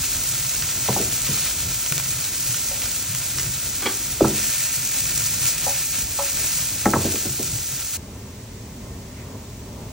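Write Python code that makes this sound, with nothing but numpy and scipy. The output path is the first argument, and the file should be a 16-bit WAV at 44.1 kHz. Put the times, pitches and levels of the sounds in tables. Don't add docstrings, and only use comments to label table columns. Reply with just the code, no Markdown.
import sys
import numpy as np
from scipy import signal
from scipy.fft import rfft, irfft, next_fast_len
from scipy.io import wavfile
from scipy.ndimage import map_coordinates

SR = 44100
rng = np.random.default_rng(int(sys.argv[2]) if len(sys.argv) > 2 else 0)


def transcribe(signal):
    frames = np.atleast_2d(signal).T
    limited = np.clip(frames, -1, 1)
    pcm = np.round(limited * 32767).astype(np.int16)
    wavfile.write(sys.argv[1], SR, pcm)


N = 437468

# f/Hz, level/dB
STEAM_TONE = [(300, -45), (2000, -15), (3700, -12), (4200, -7.3), (5250, -5.5), (5900, -1), (7800, -.4),
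              (9700, -2.9), (11000, -.8), (13000, -1.5), (15400, -2.3)]
# f/Hz, level/dB
CRACKLE_TONE = [(200, -24), (440, -12), (600, -4.5), (760, -9), (920, -8.5), (1020, -4), (1160, -9),
                (1330, 0.5), (1590, -3.5), (2100, -3), (2520, 1), (2800, -2), (3700, -1.5), (4200, 0),
                (7000, -11), (15000, -15)]
# f/Hz, likeness/0-1
NEAR_LIKENESS = [(900, 0.61), (2000, 1), (3200, 0.74), (4900, 0.64), (6000, 0.72), (9300, 0.61), (11000, 1)]
# t/s, rise on sliding/dB, flight/s, drop in flight/dB, rise on landing/dB, hold/s
FLICKS = [(4.428, 2, 0.031, -1, 2.5, 0.24), (4.962, 2.5, 0.086, 0, 2.5, 0.28),
          (5.478, 5.5, 0.12, 1, 3, 0.15), (5.98, 3.5, 0.17, 2.5, 2.5, .2),
          (6.445, 3.5, 0.042, -1.5, 3.6, 0.13)]


def amp(db):
    return 10 ** (np.asarray(db) / 20)


def unit(x):
    return x / np.sqrt(np.mean(x ** 2) + 1e-20)


def peak_one(x):
    return x / (np.abs(x).max() + 1e-20)


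def along(points, hz):
    f, v = np.transpose(points)
    return np.interp(np.log(hz + 1), np.log(f), v)


def curve(points):
    return np.interp(np.arange(N) / SR, *np.transpose(points))


def wobble(rate):
    return map_coordinates(rng.standard_normal(int(N * rate / SR) + 4), [np.arange(N) * rate / SR])


def swell(s, attack, hold, release):
    t = np.arange(N) / SR - s
    return np.clip(t / attack, 0, 1) * np.exp(-np.maximum(t - hold, 0) / release)


def bump(s, width):
    return np.exp(-((np.arange(N) / SR - s) / width) ** 2)


def noise():
    return rng.standard_normal((2, N))


def filtered(x, response):
    n = x.shape[-1]
    m = next_fast_len(n + SR // 10)
    return irfft(rfft(x, m) * response(np.fft.rfftfreq(m, 1 / SR)), m)[..., :n]


def coloured(x, tone):
    return filtered(x, lambda hz: amp(along(tone, hz)))


def add(track, s, sound):
    room = track[round(s * SR):][:len(sound)]
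    room += sound[:len(room)]


def stereo(pair, tone, likeness):
    def blend(hz):
        angle = np.arccos(np.clip(along(likeness, hz), 0, 1)) / 2 * hz ** 2 / (hz ** 2 + 400 ** 2)
        return amp(along(tone, hz)) * np.array([np.cos(angle), np.sin(angle)])
    mid, side = filtered(pair, blend)
    return unit(np.array([mid + side, mid - side]))


def far_kitchen():
    # f/Hz, level/dB
    room_tone = [(58, -1.5), (115, 1), (150, -7.5), (205, -4.5), (270, -7.5), (320, -15.5), (390, -10),
                 (520, -17.5), (610, -15.5), (740, -23), (970, -20.5), (1400, -29.5), (5000, -68)]
    hiss_tone = [(600, -20), (1600, -3), (2300, -.5), (3300, -2), (5000, -1.3), (6000, .3), (7500, .3),
                 (9700, -3), (11000, -1.5), (15500, -2.5)]
    # f/Hz, likeness/0-1
    likeness = [(1900, 0.54), (3000, 0.14), (5000, 0.1), (6000, 0.38), (11500, 1)]
    # t/s, rise/dB
    swells = [(8.88, 3.5), (9.32, 4), (9.84, 4)]
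    pitches = [1830, 2076]
    # t/s, level/dB
    rustles = [(9.2, -48)]
    rumble_db = -36.5 + sum(db * bump(s, 0.1) for s, db in swells) + 0.82 * wobble(6)
    rumble = amp(rumble_db) * stereo(noise(), room_tone, likeness)
    hiss = amp(-43) * stereo(noise(), hiss_tone, likeness)
    whine_db = -62.5 + 2.5 * wobble(5)
    whine = filtered(noise(), lambda hz: sum(np.exp(-((hz - f) / 24) ** 2) for f in pitches))
    rustle_gain = sum(amp(db) * bump(s, 0.048) for s, db in rustles)
    rustle = stereo(noise(), [(900, -14), (2200, 2), (6000, -29)], likeness)
    return rumble + hiss + amp(whine_db) * unit(whine) + rustle_gain * rustle


def burner():
    # f/Hz, level/dB
    rumble_tone = [(48, -1.5), (115, -3.5), (195, -12), (260, -10.5), (420, -18.5), (900, -23), (2000, -58)]
    # t/s, level/dB
    flutter_levels = [(0, -40.5), (2.5, -41), (2.75, -56), (2.95, -36), (3.6, -38), (3.72, -53),
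                      (4.55, -48), (4.8, -40.5), (5.4, -41), (6.0, -50), (7.4, -36), (7.8, -44)]
    rumble = amp(-38 + 2.4 * wobble(12)) * stereo(noise(), rumble_tone, NEAR_LIKENESS)
    puffs = 1 + np.tanh(2 * wobble(18))
    flutter = filtered(rng.standard_normal(N), lambda hz: np.exp(-((hz - 128) / 44) ** 2))
    return rumble + amp(curve(flutter_levels)) * unit(puffs * flutter)


def wall_echo(x):
    # f/Hz, time to fade by 60 dB/s
    fade_times = [(200, 0.5), (10000, 0.03)]
    hz, t, bands = signal.stft(rng.standard_normal((2, SR // 2)), SR, nperseg=256)
    tail = signal.istft(bands * amp(-60 * t / along(fade_times, hz)[:, None]), SR, nperseg=256)[1]
    tail = stereo(tail, [(1, 0)], NEAR_LIKENESS)
    return signal.fftconvolve(x[None], tail / np.linalg.norm(tail[0]), axes=1)[:, :N]


def spatula_put_down():
    # t/s, level/dB, fade time/s
    contacts = [(3.822, -29.5, 0.49), (3.858, -16.5, 0.077), (3.865, -19, 0.13)]
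    # f/Hz, width/Hz, level/dB
    bands = [(320, 60, 7.5), (860, 110, -0.5), (1140, 90, 2.5), (1580, 190, -1), (2260, 300, -2),
             (3280, 90, 1), (4350, 760, -10)]

    def body(hz):
        return sum((-1) ** k * amp(db) * 1j * hz * width / (f * f - hz * hz + 1j * hz * width)
                   for k, (f, width, db) in enumerate(bands))
    track, t = np.zeros(N), np.arange(SR // 4) / SR
    for s, db, fade_s in contacts:
        add(track, s, amp(db - 60 * t / fade_s) * unit(filtered(rng.standard_normal(len(t)), body)))
    return track


def spatula_ticks():
    # t/s, level/dB, fade time/s
    ticks = [(0.622, -19.5, .045), (0.879, -23, .06), (2.544, -21, 0.047), (2.819, -21, .025),
             (2.856, -23.5, 0.04), (3.385, -16.5, 0.018), (3.396, -21.5, .045)]
    # f/Hz, level/dB
    tick_tone = [(500, -28), (1400, 1.5), (2600, 1), (4000, -1), (6200, 4), (12000, -9)]
    track, t = np.zeros(N), np.arange(SR // 8) / SR
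    for s, db, fade_s in ticks:
        grit = unit(coloured(rng.standard_normal(len(t)), tick_tone))
        add(track, s, amp(db - 60 * t / fade_s) * grit)
    return track


def ring(notes, t, ring_scale, weight, scatter_db):
    hz, db, fade_s = np.transpose(notes)[:, :, None]
    level_luck, phase_luck = rng.standard_normal((2, len(notes), 1))
    strength = amp(db + scatter_db * level_luck) * weight(hz)
    onset = 1 - np.exp(-(hz * t / 0.9) ** 2)
    fade = amp(-60 * t / (fade_s * ring_scale))
    waves = np.sin(2 * np.pi * hz * t + np.pi * phase_luck)
    return peak_one(np.sum(strength * onset * fade * waves, axis=0))


def pan_ring(t, bright_hz, ring_scale, low_hz, rough, rough_s):
    # f/Hz, level/dB, base fade time/s
    pan_notes = [(560, 2, 0.25), (753, 2.5, 0.1), (837, -2, 0.16), (962, -8.5, .14), (1110, -5.5, .09),
                 (1313, 3, 0.079), (1850, -3, 0.07), (2310, 1, .06)]
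    contact = lambda hz: 1 / np.sqrt(1 + (hz / bright_hz) ** 12)
    weight = lambda hz: contact(hz) * np.minimum(hz / low_hz, 1) ** 5
    burst = rng.standard_normal(len(t)) * amp(-60 * t / rough_s)
    burst = filtered(burst, lambda hz: contact(hz) * hz ** 4 / (hz ** 4 + 500 ** 4))
    burst *= 1 - np.exp(-(bright_hz * t) ** 2)
    return peak_one(ring(pan_notes, t, ring_scale, weight, scatter_db=1.5) + rough * peak_one(burst))


def pan_clanks():
    # t/s, level/dB, brightness/Hz
    clanks = [(2.71, -34, 750), (5.665, -17.5, 900), (6.189, -17, 1260)]
    track, t = np.zeros(N), np.arange(SR // 2) / SR
    for s, db, bright_hz in clanks:
        for delay_s, touch_db in (0, 0), (.013, -6):
            pan = pan_ring(t, bright_hz, ring_scale=.9, low_hz=540, rough=.6, rough_s=.105)
            add(track, s + delay_s, amp(db + touch_db) * pan)
    return track


def rocking():
    stove_levels = [-13, -20.5, -20.5, -19.5]
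    start_s, bright_hz, boom_hz = 7.045, 600, 302
    gaps_s = .092 * 1.235 ** np.arange(len(stove_levels))
    return [(start_s + gaps_s[:k].sum(), db - 11.5, bright_hz, db - 4, boom_hz, db)
            for k, db in enumerate(stove_levels)]


def pan_knocks():
    # t/s, pan level/dB, brightness/Hz, wave level/dB, wave pitch/Hz, stove top level/dB
    knocks = [(0.886, -14.5, 890, -17, 115, -13.5), (0.962, -15.5, 950, -27, 260, -18),
              (0.996, -35, 450, -19, 362, -15.5), (1.283, -39, 450, -25, 170, -22),
              (1.906, -45, 450, -24, 140, -27.5), (4.2062, -15, 1400, -3, 590, -19),
              (4.213, -30, 500, -4, 336, -6.5), (4.245, -10.5, 1410, -18, 229, -9.5),
              (6.856, -7, 1750, -11.5, 263, -9.5), (6.935, -5.5, 1850, -11.5, 270, -11),
              (6.958, -11.5, 1100, -15, 140, -13)]
    # f/Hz, level/dB, base fade time/s
    stove_notes = [(90, 3, 0.42), (140, -3, 0.35), (208, 2.5, 0.36), (268, -4.5, 0.3), (327, 2, .25),
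                   (372, -3.5, .23), (477, -1, .18), (656, 2, .22)]
    # f/Hz, level/dB
    shudder_tone = [(50, -4), (230, -3.5), (400, 0), (560, -11), (1500, -32)]
    track, t = np.zeros(N), np.arange(SR // 2) / SR
    for rows, ring_scale in (knocks, 1), (rocking(), 0.83):
        for s, pan_db, bright_hz, wave_db, boom_hz, stove_db in rows:
            pan = pan_ring(t, bright_hz, ring_scale=0.52, low_hz=730, rough=0.85, rough_s=.06)
            cycles = boom_hz * t
            wave = np.sin(2 * np.pi * cycles) * np.exp(-((cycles - 2.5) / 0.96) ** 2)
            near_pitch = lambda hz: 1 / (1 + np.log2(hz / boom_hz) ** 2)
            boom = ring(stove_notes, t, ring_scale, near_pitch, scatter_db=2.5)
            shudder = unit(coloured(rng.standard_normal(len(t)), shudder_tone))
            shudder *= amp(-60 * t / (0.26 * ring_scale))
            stove = (0.63 * boom + 0.29 * shudder) * (1 - np.exp(-(t / 0.0074) ** 2))
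            add(track, s, amp(pan_db) * pan + amp(wave_db) * wave + amp(stove_db) * stove)
    return track


def oil_spits():
    # t/s, snap level/dB, answer's base level/dB
    spits = [(1.8625, -2, -18.5), (1.923, 0, -13.5), (1.9804, 0, -21), (1.998, -9, -20), (3.1496, -4, -27),
             (5.0552, -6, -23), (7.157, -9, -22)]
    dull = lambda hz: amp(along(CRACKLE_TONE, hz)) / np.hypot(1, (hz / 3200) ** 6)
    track, t = np.zeros(N), np.arange(SR // 20) / SR
    for s, snap_db, answer_db in spits:
        snap, answer = rng.standard_normal((2, len(t)))
        snap = coloured(snap * amp(-60 * t / 0.0027), STEAM_TONE)
        answer = filtered(answer * amp(-60 * t / 0.02), dull)
        add(track, s, amp(snap_db) * peak_one(snap) + amp(answer_db + 0.5) * peak_one(answer))
    return track


def tossing():
    rise_db = np.zeros(N)
    for s, slide_db, flight_s, drop_db, land_db, hold_s in FLICKS:
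        rise_db -= 1.5 * bump(s - 0.1, 0.027)
        rise_db += slide_db * bump(s, 0.058)
        rise_db -= drop_db * bump(s + flight_s / 2, flight_s / np.pi)
        rise_db += land_db * swell(s + flight_s, attack=0.05, hold=hold_s, release=0.12)
    return rise_db


def frying_levels():
    # t/s, length/s, steam rise/dB, crackle rise/dB
    stirs = [(0.83, 0.14, 1.5, 3), (1.23, 0.24, 1.5, 4), (2.37, 0.15, 2, 0), (2.79, 0.044, 1, 2),
             (3.367, 0.055, 1.5, 0.5), (4.255, 0.11, 3, 3.5), (6.986, 0.2, 2, 3.5)]
    t, toss_db = np.arange(N) / SR, tossing()
    turned_db = 2 * (t > FLICKS[0][0])
    steam_db = -21.5 - 0.7335 * t + toss_db + turned_db
    crackle_db = -34 - 0.61 * t + 1.23 * toss_db
    for s, length_s, steam_rise_db, crackle_rise_db in stirs:
        push = swell(s, attack=0.037, hold=length_s, release=0.082)
        steam_db += steam_rise_db * push
        crackle_db += crackle_rise_db * push
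    return steam_db, crackle_db


def bubbles(rate, scatter_db, life_s, hiss):
    sizes = amp(scatter_db * np.minimum(rng.standard_normal(N), np.pi))
    pops = sizes * (rng.random(N) < rate / SR)
    power = signal.lfilter([1], [1, -np.exp(-1 / (life_s * SR))], pops ** 2)
    return noise() * np.sqrt(power / power.mean() + hiss)


def sizzle():
    # t/s, amount/0-1
    heaped = [(4.25, 0), (4.45, 0.7), (6.6, 0.35), (6.9, 0)]
    # f/Hz, width/Hz, gain
    hollow_bands = [(1780, 140, 0.84), (2470, 330, 0.71)]
    steam_db, crackle_db = frying_levels()
    prickle = bubbles(rate=70, scatter_db=4, life_s=.0002, hiss=0)
    steam = bubbles(rate=900, scatter_db=5, life_s=.0013, hiss=2.34) + 0.19 * prickle
    steam = stereo(steam, STEAM_TONE, NEAR_LIKENESS)
    crackle = bubbles(rate=600, scatter_db=3.5, life_s=.0012, hiss=1.6)
    crackle = stereo(crackle, CRACKLE_TONE, NEAR_LIKENESS)
    hollow = lambda hz: sum(gain * np.exp(-((hz - f) / width) ** 2) for f, width, gain in hollow_bands)
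    crackle += curve(heaped) * filtered(crackle, hollow)
    return amp(steam_db + 0.8 * wobble(35)) * steam + amp(crackle_db + 0.91 * wobble(35)) * crackle


def scene():
    hits = pan_knocks() + pan_clanks() + oil_spits() + spatula_ticks() + spatula_put_down()
    near = hits + amp(-14) * wall_echo(hits) + sizzle() + burner()
    jump_s, blend_s = 7.972, .008
    away = np.clip((np.arange(N) / SR - jump_s) / blend_s + .5, 0, 1)
    return (1 - away) * near + away * far_kitchen()


def record(dry):
    # f/Hz, lead/radians
    right_lead = [(5100, 0), (10700, 3), (13400, 3.5), (15700, 5)]
    low_hz, top_hz = 38.6, 15800
    shift = lambda hz: np.exp(.5j * along(right_lead, hz) * np.array([[-1], [1]]))
    return filtered(dry, lambda hz: shift(hz) * (hz < top_hz) * hz ** 10 / (hz ** 10 + low_hz ** 10))


dry = scene()
out = record(dry)
transcribe(out)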